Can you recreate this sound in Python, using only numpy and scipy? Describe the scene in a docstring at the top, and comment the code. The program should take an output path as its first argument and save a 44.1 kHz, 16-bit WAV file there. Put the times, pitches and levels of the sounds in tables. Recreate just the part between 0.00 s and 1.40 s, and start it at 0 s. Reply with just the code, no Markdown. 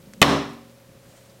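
"""In a small workroom, a wire soap cutter stands on a steel table and a fan hums.
The pressed cutter groans softly, the wire ticks out of the loaf, and the wooden arm slams onto
its stop in a quick double blow. The table top and the room ring on, while an automatic volume
control dips and recovers. Then gloved hands slide the cut bar out."""
import sys
import numpy as np
from scipy import signal
from scipy.fft import rfft, irfft, next_fast_len
from scipy.io import wavfile
from scipy.ndimage import map_coordinates

SR = 44100
rng = np.random.default_rng(int(sys.argv[2]) if len(sys.argv) > 2 else 0)


def generate_wav(sig):
    """Save sig (samples, or channels by samples) to the path in sys.argv[1] as 16-bit PCM at SR."""
    pcm = np.round(np.clip(np.atleast_2d(sig).T, -1, 1) * 32767).astype(np.int16)
    wavfile.write(sys.argv[1], SR, pcm)


N = 61739


def amp(db):
    """Turn decibels into a multiplier."""
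    return 10 ** (np.asarray(db) / 20)


def unit(x):
    """Scale a sound to an average (rms) level of 1."""
    return x / np.sqrt(np.mean(x ** 2) + 1e-20)


def along(points, hz):
    """Read a curve of (pitch, value) points, with octaves evenly spaced."""
    pitches, values = np.transpose(points)
    return np.interp(np.log(hz + 1), np.log(pitches + 1), values)


def since(start_s):
    """Seconds since the start, zero before it."""
    return np.maximum(np.arange(N) / SR - start_s, 0)


def fade(t, fade_s):
    """Die away by 60 dB every fade_s seconds."""
    return np.exp(-np.log(1000) * t / fade_s)


def strike(start_s, rise_s, fade_s):
    """The loudness of a hit: it rises, then dies away."""
    t = since(start_s)
    return (1 - np.exp(-t / rise_s)) * fade(t, fade_s)


def wobble(rate_hz):
    """A smooth curve through rate_hz random values a second."""
    return map_coordinates(rng.standard_normal(256), [np.arange(N) * rate_hz / SR], mode="wrap")


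def filtered(x, response):
    """Turn each pitch in x up or down by response(hz)."""
    size = next_fast_len(N + SR // 2)
    return irfft(rfft(x, size) * response(np.fft.rfftfreq(size, 1 / SR)), size)[:N]


def noise(colour):
    """Noise at level 1; its colour says how strong the pitches are next to each other."""
    return unit(filtered(rng.standard_normal(N), lambda hz: amp(along(colour, hz))))


def ring(tones, start_s, rise_s):
    """The fading tones of a struck object; neighbours swing opposite ways."""
    t = since(start_s)
    return sum((-1) ** k * amp(db) * strike(start_s, rise_s, fade_s) * np.sin(2 * np.pi * hz * t)
               for k, (hz, db, fade_s) in enumerate(tones))


# Rush of the fan's air: pitch_hz, relative_db
AIR_COLOUR = [(25, -1.5), (50, -18), (75, -13.5), (130, -9), (200, -6), (270, -9.5), (400, -10.5),
              (540, -11), (650, -15), (900, -18), (2400, -22.5), (6000, -26), (9000, -28), (15500, -31)]
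# Tones of the fan's hum: pitch_hz, level_db
HUM_TONES = [(76, -69.5), (120, -58.5), (532, -61.5), (559, -62.5)]

def fan():
    """A fan blows steadily and hums with a slight waver."""
    hum = 0
    for pitch_hz, level_db in HUM_TONES:
        peak = amp(level_db + 0.6 * wobble(14.6)) * np.sqrt(2)
        hum += peak * np.sin(2 * np.pi * pitch_hz * since(0) + .5 * wobble(20))
    return amp(-53.5) * noise(AIR_COLOUR) + hum


# Soap rubbing on glove and cutter bed: pitch_hz, relative_db
RUB_COLOUR = [(200, -5), (600, 7), (1500, 2), (3000, 1.5), (5000, -0.5), (8300, 3), (11000, -8.5),
              (15000, -8)]
# Soft bumps of the hands on the cutter: start_s, level_db
BUMPS = [(0.888, -46), (.945, -49), (1.058, -48), (1.128, -54)]
# Dull sound of one bump: pitch_hz, relative_db
BUMP_COLOUR = [(35, -20), (75, 0), (100, -7), (150, 3.5), (300, -15), (600, -26), (1500, -44),
               (5000, -49.5)]

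def hands():
    """Hands bump the frame and slide the bar out with an uneven rub."""
    start_s, peak_s, end_s = .95, 1.18, 1.43
    stroke = np.interp(since(0), [start_s, peak_s, end_s], [0, 1, 0])
    rub = amp(-59 + 1.5 * wobble(34.04)) * stroke * noise(RUB_COLOUR)
    bumps = sum(amp(level_db) * noise(BUMP_COLOUR) * strike(bump_s, rise_s=0.00545, fade_s=.25)
                for bump_s, level_db in BUMPS)
    return rub + bumps


# Small ticks and taps: start_s, level_db, pitch_hz, fade_s
SMALL_TICKS = [(0.059, -56, 4470, 0.013), (.1357, -27.5, 2360, 0.0033), (0.1359, -33.5, 6660, 0.0067),
               (.1385, -52, 3800, 0.034), (0.491, -60, 8170, 0.19), (0.532, -52, 7840, .035),
               (0.557, -49, 3020, .02), (.696, -49.5, 4000, 0.0095), (.801, -54, 1900, 0.012),
               (1.053, -53, 1400, 0.057), (1.135, -50, 530, 0.055), (1.296, -56.5, 5020, 0.066)]

def ticks(width_octaves=0.664):
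    """Wire, soap and fingers make tiny snaps, each a burst of noise around one pitch."""
    out = np.zeros(N)
    for start_s, level_db, pitch_hz, fade_s in SMALL_TICKS:
        band = lambda hz: 1 / (1 + (np.log2((hz + 1) / pitch_hz) / width_octaves) ** 2) ** 2
        hiss = unit(filtered(rng.standard_normal(N), band))
        out += amp(level_db) * hiss * strike(start_s, .0001, fade_s)
    return out


# Low groan of the cut: pitch_hz, relative_db
GROAN_COLOUR = [(40, -17), (130, -10.5), (175, -7.5), (205, 3.5), (250, -10), (360, -18.5), (600, -26),
                (1200, -43)]

def cutting(slam_s):
    """The pressed cutter groans softly, fading once the arm lands."""
    return amp(-47) * noise(GROAN_COLOUR) * fade(since(slam_s), fade_s=.3)


# Echo of the room: pitch_hz, relative_db
ECHO_COLOUR = [(40, -18.5), (100, -18.5), (140, 5), (350, -0.5), (600, 1), (900, -3), (1130, 1),
               (1400, -7.5), (2200, -10), (2700, -11.5), (4000, -10.5), (4750, -20.5), (5350, -14.5),
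               (6500, -23), (7500, -25), (11000, -30.5), (15500, -36)]
# How long the echo lasts: pitch_hz, fade_s
ECHO_FADES = [(100, 0.5), (500, 0.48), (2000, 0.53), (4000, 0.49), (5400, 0.51), (9000, 0.41),
              (15000, 0.31)]

def room_echo(slam_s, rise_s=0.0048):
    """The room answers the slam with a wash of noise; each pitch dies at its own speed."""
    hz, t, bands = signal.stft(noise(ECHO_COLOUR), SR, nperseg=256)
    fading = fade(np.maximum(t - slam_s, 0), along(ECHO_FADES, hz)[:, None])
    tail = signal.istft(bands * fading, SR)[1][:N]
    swell = 1 - np.exp(-since(slam_s) / rise_s)
    return amp(-6.5) * tail * swell


# Tones of the steel table top: pitch_hz, relative_db, fade_s
STEEL_TONES = [(75, -4.5, 0.48), (145.15, 2, 0.49), (167.6, -14, 0.8), (234.5, -8.5, 0.98),
               (281.1, 7, 0.53), (311, -23, 1), (395, 2, 0.57), (422.6, -5, 0.38), (450.6, -0.5, 0.34),
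               (567, -27, 0.18), (746, -18, 0.84), (976, -13, 0.17), (980, -20, .5), (1077, -10.5, 0.63),
               (1160, -7, .42)]

def steel_table(slam_s):
    """The steel top takes up the slam and rings on."""
    return amp(-15) * ring(STEEL_TONES, slam_s, rise_s=0.027)


# Low tones of the wooden frame: pitch_hz, relative_db, fade_s
FRAME_TONES = [(178.4, 4.5, 0.12), (304, -10, .06), (448.4, -5, 0.03), (652, -1.5, 0.081), (753, -2, .06),
               (1020, -10, 0.04), (1153, -3.5, 0.12)]
# High tones of the wooden arm: pitch_hz, relative_db, fade_s
ARM_TONES = [(1480, -17, .05), (1836, -8, 0.034), (2007, -9, 0.055), (2086, -9.5, 0.032), (2247, -6, 0.048),
             (2484, -4.5, .028), (3005, -5, 0.024), (3558, -9.5, .025), (3930, -14, .022),
             (4430, -10, 0.027), (5900, -16, 0.024), (6960, -13, 0.022), (8730, -16.5, 0.027)]
# Sharp crack of one hit: pitch_hz, relative_db
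CRACK_COLOUR = [(40, -20), (200, -8), (1000, -4), (2600, 1.5), (4000, 0), (4800, -10.5), (6500, -5),
                (9000, -9), (15000, -12.5)]
# Hits of the arm on its stop, in two close groups: start_s, clack_db, crack_db, brightness_hz
ARM_HITS = [(0.2158, -30, -21.5, 2990), (0.2165, -17, -3, 14020), (0.2185, -11, -6, 9115),
            (0.2252, -4, -5, 5000), (0.2263, 1, -3.5, 5954)]

def arm_slam(contact_s=0.00023):
    """The frame thuds once; each hit makes the arm clack and adds a crack of noise."""
    out = amp(-10) * ring(FRAME_TONES, start_s=.2168, rise_s=contact_s)
    for start_s, clack_db, crack_db, brightness_hz in ARM_HITS:
        clack = ring(ARM_TONES, start_s, contact_s)
        hiss = filtered(noise(CRACK_COLOUR), lambda hz: 1 / np.hypot(1, hz / brightness_hz))
        crack = hiss * strike(start_s, contact_s, fade_s=.016)
        out += amp(clack_db) * clack + amp(crack_db) * crack
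    return out


def scene():
    """All the sounds meet at one microphone above the table."""
    slam_s = ARM_HITS[0][0]
    impact = arm_slam() + steel_table(slam_s) + room_echo(slam_s)
    return (impact + cutting(slam_s) + ticks() + hands() + fan())[None]


def volume_control(x, threshold_db, depth_db, attack_s, hold_s, release_db_per_s):
    """Loud sound pulls the volume down, a little late; it is held, then climbs back."""
    t = since(0)
    power = signal.lfilter([1 / 128], [1, 1 / 128 - 1], x ** 2)  # running average over about 3 ms
    excess_db = np.clip(10 * np.log10(np.abs(power) + 1e-12) - threshold_db, 0, depth_db)
    climb_db = release_db_per_s * t
    dip_db = np.maximum.accumulate(excess_db + climb_db) - climb_db
    held_db = np.maximum(dip_db, np.interp(t - hold_s, t, dip_db))
    lag = np.exp(-1 / (attack_s * SR))
    return x * amp(-signal.lfilter([1 - lag], [1, -lag], held_db))


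def record(dry, low_cut_hz=42, top_hz=15900):
    """Trim the rumble, turn down loud moments, clip the peaks and drop the highest treble."""
    mic = signal.sosfilt(signal.butter(2, low_cut_hz, "high", fs=SR, output="sos"), dry[0])
    ducked = volume_control(mic, threshold_db=-13, depth_db=15,
                            attack_s=0.015, hold_s=0.011, release_db_per_s=173)
    return filtered(np.clip(ducked, -1, 1), lambda hz: hz < top_hz)[None]


dry = scene()
out = record(dry)
generate_wav(out)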